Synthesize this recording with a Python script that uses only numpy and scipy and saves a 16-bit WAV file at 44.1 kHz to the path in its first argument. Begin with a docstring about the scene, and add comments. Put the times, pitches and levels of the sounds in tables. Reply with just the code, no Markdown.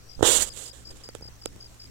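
"""A hillside at dusk, heard from a hand-held camera. Over soft air and a far hum, insects trill and a
cricket chirps evenly, each wing stroke a short sagging tone. Up close the hand shifts with a rumble.
A finger bumps the right microphone port, drags across it with a loud hiss of catching skin, then
brushes it more lightly. The case clicks and rings a few times, and the grip crackles faintly."""
import sys
import numpy as np
from scipy import signal
from scipy.fft import rfft, irfft
from scipy.io import wavfile
from scipy.ndimage import uniform_filter1d

SR = 44100
rng = np.random.default_rng(int(sys.argv[2]) if len(sys.argv) > 2 else 0)


def wav_out(sig):
    """Save sig, one row per channel (or a flat mono array), as 16-bit PCM at SR to the path in sys.argv[1]."""
    wavfile.write(sys.argv[1], SR, np.round(np.clip(np.atleast_2d(sig).T, -1, 1) * 32767).astype(np.int16))


N = 83790


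def amp(db):
    """Decibels to gain."""
    return 10 ** (np.asarray(db) / 20)


def unit(x):
    """Scales to rms 1."""
    return x / np.sqrt(np.mean(x ** 2) + 1e-20)


def read(points, hz):
    """Reads a curve on a log-frequency axis."""
    f, value = np.transpose(points)
    return np.interp(np.log(hz + 1), np.log(f + 1), value)


def add(mix, start, sound):
    """Mixes a sound in at a start time in seconds."""
    part = mix[..., max(round(start * SR), 0):][..., :sound.shape[-1]]
    part += sound[..., :part.shape[-1]]


def response(points, size=2048):
    """Minimum-phase impulse response of an EQ curve."""
    hz = abs(np.fft.fftfreq(size, 1 / SR))
    log_gain = np.log(amp(read(points, hz)))
    spectrum = np.exp(np.conj(signal.hilbert(log_gain)))
    return np.fft.ifft(spectrum).real[:size // 2]


def colour(x, points):
    """Runs a sound through an EQ curve."""
    return signal.oaconvolve(x, response(points))[:len(x)]


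def wander(seconds):
    """Smooth random drift of rms 1 that changes over the given time."""
    hz = np.fft.rfftfreq(N, 1 / SR)
    return unit(irfft(rfft(rng.standard_normal(N)) / (1 + (2 * hz * seconds) ** 4), N))


# Tone of the air bed. Each row: frequency in Hz, relative level in dB.
AIR_EQ = [(20, -51.5), (40, -62), (80, -57.5), (150, -65.5), (300, -68.5), (550, -74), (900, -78.5),
          (1600, -78.5), (3500, -82), (5500, -81), (7800, -83.5), (10000, -89.5), (16000, -91.5)]
# Extra EQ on its right side. Each row: frequency in Hz, gain in dB.
AIR_RIGHT_EQ = [(60, -1), (400, -1), (3000, -1.5), (6000, 2), (7800, 3), (11000, 1), (16000, 1)]
# Its stereo image. Each row: frequency in Hz, left-right correlation from -1 to 1.
AIR_CORRELATION = [(60, 0.42), (130, -0.17), (300, 0.22), (3000, -0.092), (7000, -0.071), (12000, 0)]


def air(level_db=-49.5, patch_db=2):
    """A wide, soft outdoor wash of noise in which patches of the spectrum swell and fade."""
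    frames, hz = N // 512 + 5, np.fft.rfftfreq(2048, 1 / SR)
    a, b, c, d, patches = np.moveaxis(rng.standard_normal((frames, len(hz), 5)), 2, 0)
    patches = uniform_filter1d(patches, size=6, axis=0)  # smooth over time
    patches = unit(uniform_filter1d(patches, size=20, axis=1))  # and over frequency
    left, independent = a + 1j * b, c + 1j * d
    alike = read(AIR_CORRELATION, hz)
    right = (alike * left + np.sqrt(1 - alike ** 2) * independent) * amp(read(AIR_RIGHT_EQ, hz))
    spectra = np.array([left, right]) * amp(read(AIR_EQ, hz) + patch_db * patches)
    _, wash = signal.istft(spectra.swapaxes(1, 2), nperseg=2048, noverlap=1536)
    return amp(level_db) * unit(wash[:, :N])


# Partials of the hum. Each row: frequency in Hz, level in dB.
HUM_PARTIALS = [(59.3, -58), (117.2, -58.5)]


def hum(waver_hz=2.135):
    """A far, low hum: two sines, each wavering in pitch on its own."""
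    out = np.zeros(N)
    for hz, db in HUM_PARTIALS:
        pitch = hz + waver_hz * wander(0.12)
        out += amp(db) * unit(np.sin(2 * np.pi * np.cumsum(pitch) / SR))
    return out


def wing_stroke(length, hz, sag_hz, jitter, right_lead_s=0):
    """One stroke in stereo: a tone that sags as the wings slow and may reach the right port first."""
    progress = np.arange(0, length, 1 / SR) / length
    pitch = hz * (1 + jitter * rng.standard_normal()) - sag_hz * progress ** 2.25
    cycles = rng.random() + np.cumsum(pitch) / SR + np.outer([0, right_lead_s], pitch)
    envelope = np.sin(np.pi * progress ** 0.72) ** 0.76
    return envelope * np.sin(2 * np.pi * cycles)


# Insect trills. Each row: start in seconds, length in seconds, pitch in Hz,
# level at the top of the swell in dB, right-side trim in dB.
TRILL_CUES = [(0.021, 0.1014, 5820, -43, -9), (.13, 0.052, 6200, -54, 0), (1.268, .095, 6220, -57.5, 5),
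              (1.566, .065, 6630, -59, 6)]


def trills(gap_s=0.0093, swell_db=18.5):
    """Insects play quick runs of wing strokes that swell and stop."""
    out = np.zeros((2, N))
    for start, length, hz, db, right_db in TRILL_CUES:
        for offset in np.arange(0, length, gap_s):
            gain = amp(db - swell_db * (1 - offset / length)) * amp([[0], [right_db]])
            add(out, start + offset, gain * wing_stroke(0.0078, hz, sag_hz=650, jitter=0.012))
    return out


# Cricket chirps. Each row: start in seconds, level in dB, right-side trim in dB
# (lower while the finger covers that port).
CHIRP_CUES = [(0.093, -40.5, -12), (.278, -43, -12), (.464, -39, -21), (.657, -38, -12), (.851, -40, -5),
              (1.037, -40, -4), (1.222, -38.5, -3.5), (1.415, -40, -4), (1.604, -40, -3.5),
              (1.796, -42, -2)]


def cricket(strokes=4, gap_s=0.0177, spread_db=1.3):
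    """A cricket rubs its wings, a few slightly uneven strokes to each chirp."""
    out = np.zeros((2, N))
    for start, db, right_db in CHIRP_CUES:
        for k in range(strokes):
            gain = amp(db + spread_db * rng.standard_normal()) * amp([[0], [right_db]])
            stroke = wing_stroke(0.015, hz=5087, sag_hz=626, jitter=0.007, right_lead_s=87e-6)
            add(out, start + k * gap_s, gain * stroke)
    return out


# Hand moves. Each row: start in seconds, length in seconds, left level in dB, right level in dB.
SHIFT_CUES = [(.15, 0.065, -58, -38), (0.224, 0.1, -52, -36.5), (0.285, 0.24, -46, -49),
              (1.217, 0.1, -47, -54)]
# Tone of the rumble. Each row: frequency in Hz, relative level in dB.
RUMBLE_EQ = [(15, -1), (35, 3.5), (70, -1), (120, -10.5), (250, -23), (600, -45), (2000, -67)]


def hand_rumble():
    """Low noise swells and falls as the camera shifts in the hand."""
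    envelope = np.zeros((2, N))
    for start, length, left_db, right_db in SHIFT_CUES:
        swell = np.sin(np.pi * np.arange(0, length, 1 / SR) / length)
        add(envelope, start, np.outer(amp([left_db, right_db]), swell))
    return envelope * [unit(colour(rng.standard_normal(N), RUMBLE_EQ)) for side in envelope]


# Fader moves of the long drag. Each row: time in seconds, then hiss, rasp and scuff levels in dB.
DRAG_FADERS = [(0.2244, -45, -51, -29), (0.228, -28.5, -27.5, -21.5), (.244, -25.5, -26, -19),
               (0.255, -19, -18, -19), (.272, -14.5, -17, -23), (0.283, -16, -22, -20.5),
               (.305, -15, -24.5, -27.5), (.374, -16.5, -29, -32), (.395, -23, -33, -34.5),
               (0.427, -15.5, -37.5, -39.5), (.457, -35.5, -46.5, -49.5), (.491, -34, -47, -48),
               (.499, -54.5, -64, -52.5), (.526, -46, -58, -56.5), (.583, -35.5, -44.5, -50.5),
               (.642, -37, -52, -48), (0.691, -39.5, -51.5, -54.5), (.713, -63, -69, -61)]
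# Light brushes before and after it. Each row: start in seconds, length in seconds,
# then hiss, rasp and scuff levels in dB.
BRUSH_CUES = [(0.186, 0.077, -51, -55, -51.5), (0.726, 0.12, -47.5, -56, -53.5),
              (0.855, 0.066, -55, -73, -54.5), (0.901, 0.038, -48.5, -52.5, -49),
              (0.953, 0.054, -51, -57, -55.5), (1.0, 0.026, -50.5, -50.5, -50.5),
              (1.036, 0.031, -49.5, -55, -50.5), (1.144, 0.035, -48, -50.5, -45.5)]
# Tone of the high hiss, mid rasp and low scuff. Each row: frequency in Hz, relative level in dB.
HISS_EQ = [(2500, -16), (4300, -9.5), (5200, -14.5), (6100, -10), (7100, 0.5), (8200, -2.5), (9300, -8.5),
           (11000, -17), (13500, -19.5), (16000, -28)]
RASP_EQ = [(1200, -20), (2250, -24), (2650, -6), (3100, 0.5), (3700, 1.5), (4400, -15), (6000, -5),
           (9000, -72.5)]
SCUFF_EQ = [(25, -26), (90, -19.5), (190, -23), (310, -5.5), (450, 0), (560, -2), (720, -9), (1000, -11),
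            (1300, -13.5), (1750, -12.5), (2200, -27), (5000, -51)]
# Bleed through the case to the left port. Each row: frequency in Hz, gain in dB.
BLEED_EQ = [(40, -20), (110, -25), (250, -37), (600, -50), (1300, -33), (2400, -15.5), (4400, -55),
            (8000, -42), (15000, -87)]


def finger_friction(slips_per_s=900, slip_share=0.15, grain_db=0.1, ramp_s=0.008, brush_fade_db=-12):
    """Skin catches and slips on the right port: grainy noise layered as hiss, rasp and scuff."""
    t = np.arange(N) / SR
    times, *faders_db = np.transpose(DRAG_FADERS)
    dragging = (t > times[0]) & (t < times[-1])
    grain = amp(grain_db * wander(0.0031))
    slips = unit((rng.random(N) < slips_per_s / SR) * rng.standard_normal(N))
    right = np.zeros(N)
    for layer, eq in enumerate([HISS_EQ, RASP_EQ, SCUFF_EQ]):
        level = amp(np.interp(t, times, faders_db[layer])) * dragging
        for start, length, *layer_db in BRUSH_CUES:
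            age = np.arange(0, length, 1 / SR)
            ramps = np.minimum(np.minimum(age, length - age) / ramp_s, 1)
            add(level, start, ramps * amp(layer_db[layer] + brush_fade_db * (age / length) ** 2))
        rubbing = np.sqrt(1 - slip_share) * rng.standard_normal(N) + np.sqrt(slip_share) * slips
        right += level * unit(colour(grain * rubbing, eq))
    return np.array([colour(right, BLEED_EQ), right])


# Resonances of the case. Each row: frequency in Hz, relative level in dB, 60 dB decay time in seconds.
CASE_MODES = [(327, -8.5, 0.018), (468, 0, 0.015), (797, -5.5, 0.0061), (1300, -3.5, 0.0078)]


def case_ring(t):
    """The damped modes of the case after a push."""
    return sum(amp(db - 60 * t / t60) * np.cos(2 * np.pi * hz * t) for hz, db, t60 in CASE_MODES)


# Soft hits on the case. Each row: start in seconds, ring level in dB, thud level in dB,
# left-side trim in dB.
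BUMP_CUES = [(0.1929, -24, -28.5, -32), (0.2084, -14, -17.5, -35), (0.2255, -15.5, -46, -36),
             (0.228, 2.5, -34, -36), (0.2308, -10.5, -11, -34), (1.2097, -35.5, -46, -6),
             (1.2235, -33, -35, -17), (1.2541, -49, -44, 10.5), (1.2865, -36.5, -42, -20),
             (1.5637, -50, -41.5, 8.5)]


def finger_bumps(contact_s=0.00074, ring_top_hz=1240, thud_hz=104, thud_t60_s=0.031):
    """The soft finger pad rounds off each push: a dull ring and a low thud."""
    out, t = np.zeros((2, N)), np.arange(4096) / SR
    attack = np.minimum(t / contact_s, 1)
    push = np.sin(np.pi * attack) ** 2
    ring = signal.fftconvolve(case_ring(t), push)[:len(t)]
    ring = signal.lfilter(*signal.butter(4, ring_top_hz, fs=SR), ring)
    ring /= abs(ring).max()
    thud = attack * amp(-60 * t / thud_t60_s) * np.sin(2 * np.pi * thud_hz * t)
    for start, ring_db, thud_db, left_db in BUMP_CUES:
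        bump = amp(thud_db) * thud - amp(ring_db) * ring
        add(out, start, np.outer([amp(left_db), 1], bump))
    return out


# Tone of a tick. Each row: frequency in Hz, relative level in dB.
TICK_EQ = [(140, -48), (620, -9.5), (1310, -1.5), (1860, -11.5), (2450, -7.5), (3250, -5.5), (4250, -9),
           (6050, -10.5), (7450, 0), (9400, -9), (12100, -17), (14100, -20.5), (15900, -25)]


def bright_tick():
    """One sharp impulse, shaped by EQ and scaled to peak 1."""
    tick = response(TICK_EQ, size=8192)
    return tick / abs(tick).max()


# Sharp clicks. Each row: start in seconds, tick level in dB, ring level in dB, left-side trim in dB.
CLICK_CUES = [(0.2282, -6, -34, -20.5), (0.5745, -19, -36, -38), (0.9589, -39, -43, -13),
              (0.9708, -30, -42, -19), (1.037, -29, -47, -17), (1.0895, -23, -25.5, -12),
              (1.1513, -18.5, -23, -9), (1.4587, -7.5, -15, -17), (1.6534, -35.5, -43, -10),
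              (1.843, -29.5, -47, -19)]
# Extra EQ on the left, the far side of the case. Each row: frequency in Hz, gain in dB.
FAR_SIDE_EQ = [(60, 6), (160, 11), (400, -8), (900, -15), (2400, 3), (4500, -9), (8000, -12), (15000, -36)]


def case_clicks(ring_band_hz=(200, 1450)):
    """The case clicks: a bright tick with a short ring of its modes."""
    out, tick = np.zeros((2, N)), bright_tick()
    ring = case_ring(np.arange(len(tick)) / SR)
    ring = signal.lfilter(*signal.butter(2, ring_band_hz, "bandpass", fs=SR), ring)
    ring /= abs(ring).max()
    for start, tick_db, ring_db, left_db in CLICK_CUES:
        click = amp(tick_db) * tick + amp(ring_db) * ring
        add(out, start, np.outer([amp(left_db), 1], click))
    out[0] = colour(out[0], FAR_SIDE_EQ)
    return out


def grip_crackle(start_s=0.94, end_s=1.88, snaps_per_s=80, softest_db=-46, spread_db=3.5):
    """Dry skin crackles under the grip: tiny random ticks, mostly on the right."""
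    t = np.arange(N) / SR
    snaps = (rng.random(N) < snaps_per_s / SR) & (t > start_s) & (t < end_s)
    strength = amp(softest_db + spread_db * np.minimum(rng.exponential(1, N), 3))
    crackle = signal.oaconvolve(snaps * strength, bright_tick())[:N]
    return np.outer([0.3, 1], crackle)


def scene():
    """Close handling noise in front of the evening ambience."""
    handling = finger_friction() + finger_bumps() + case_clicks() + grip_crackle() + hand_rumble()
    return handling + cricket() + trills() + air() + hum()


def record(dry):
    """The hardest bump just overloads; then a steep high cut at 16.1 kHz."""
    high_cut = signal.firwin(511, 16100, window=("kaiser", 9), fs=SR)
    return signal.oaconvolve(np.clip(dry, -1, 1), high_cut[None], "same")


dry = scene()
out = record(dry)
wav_out(out)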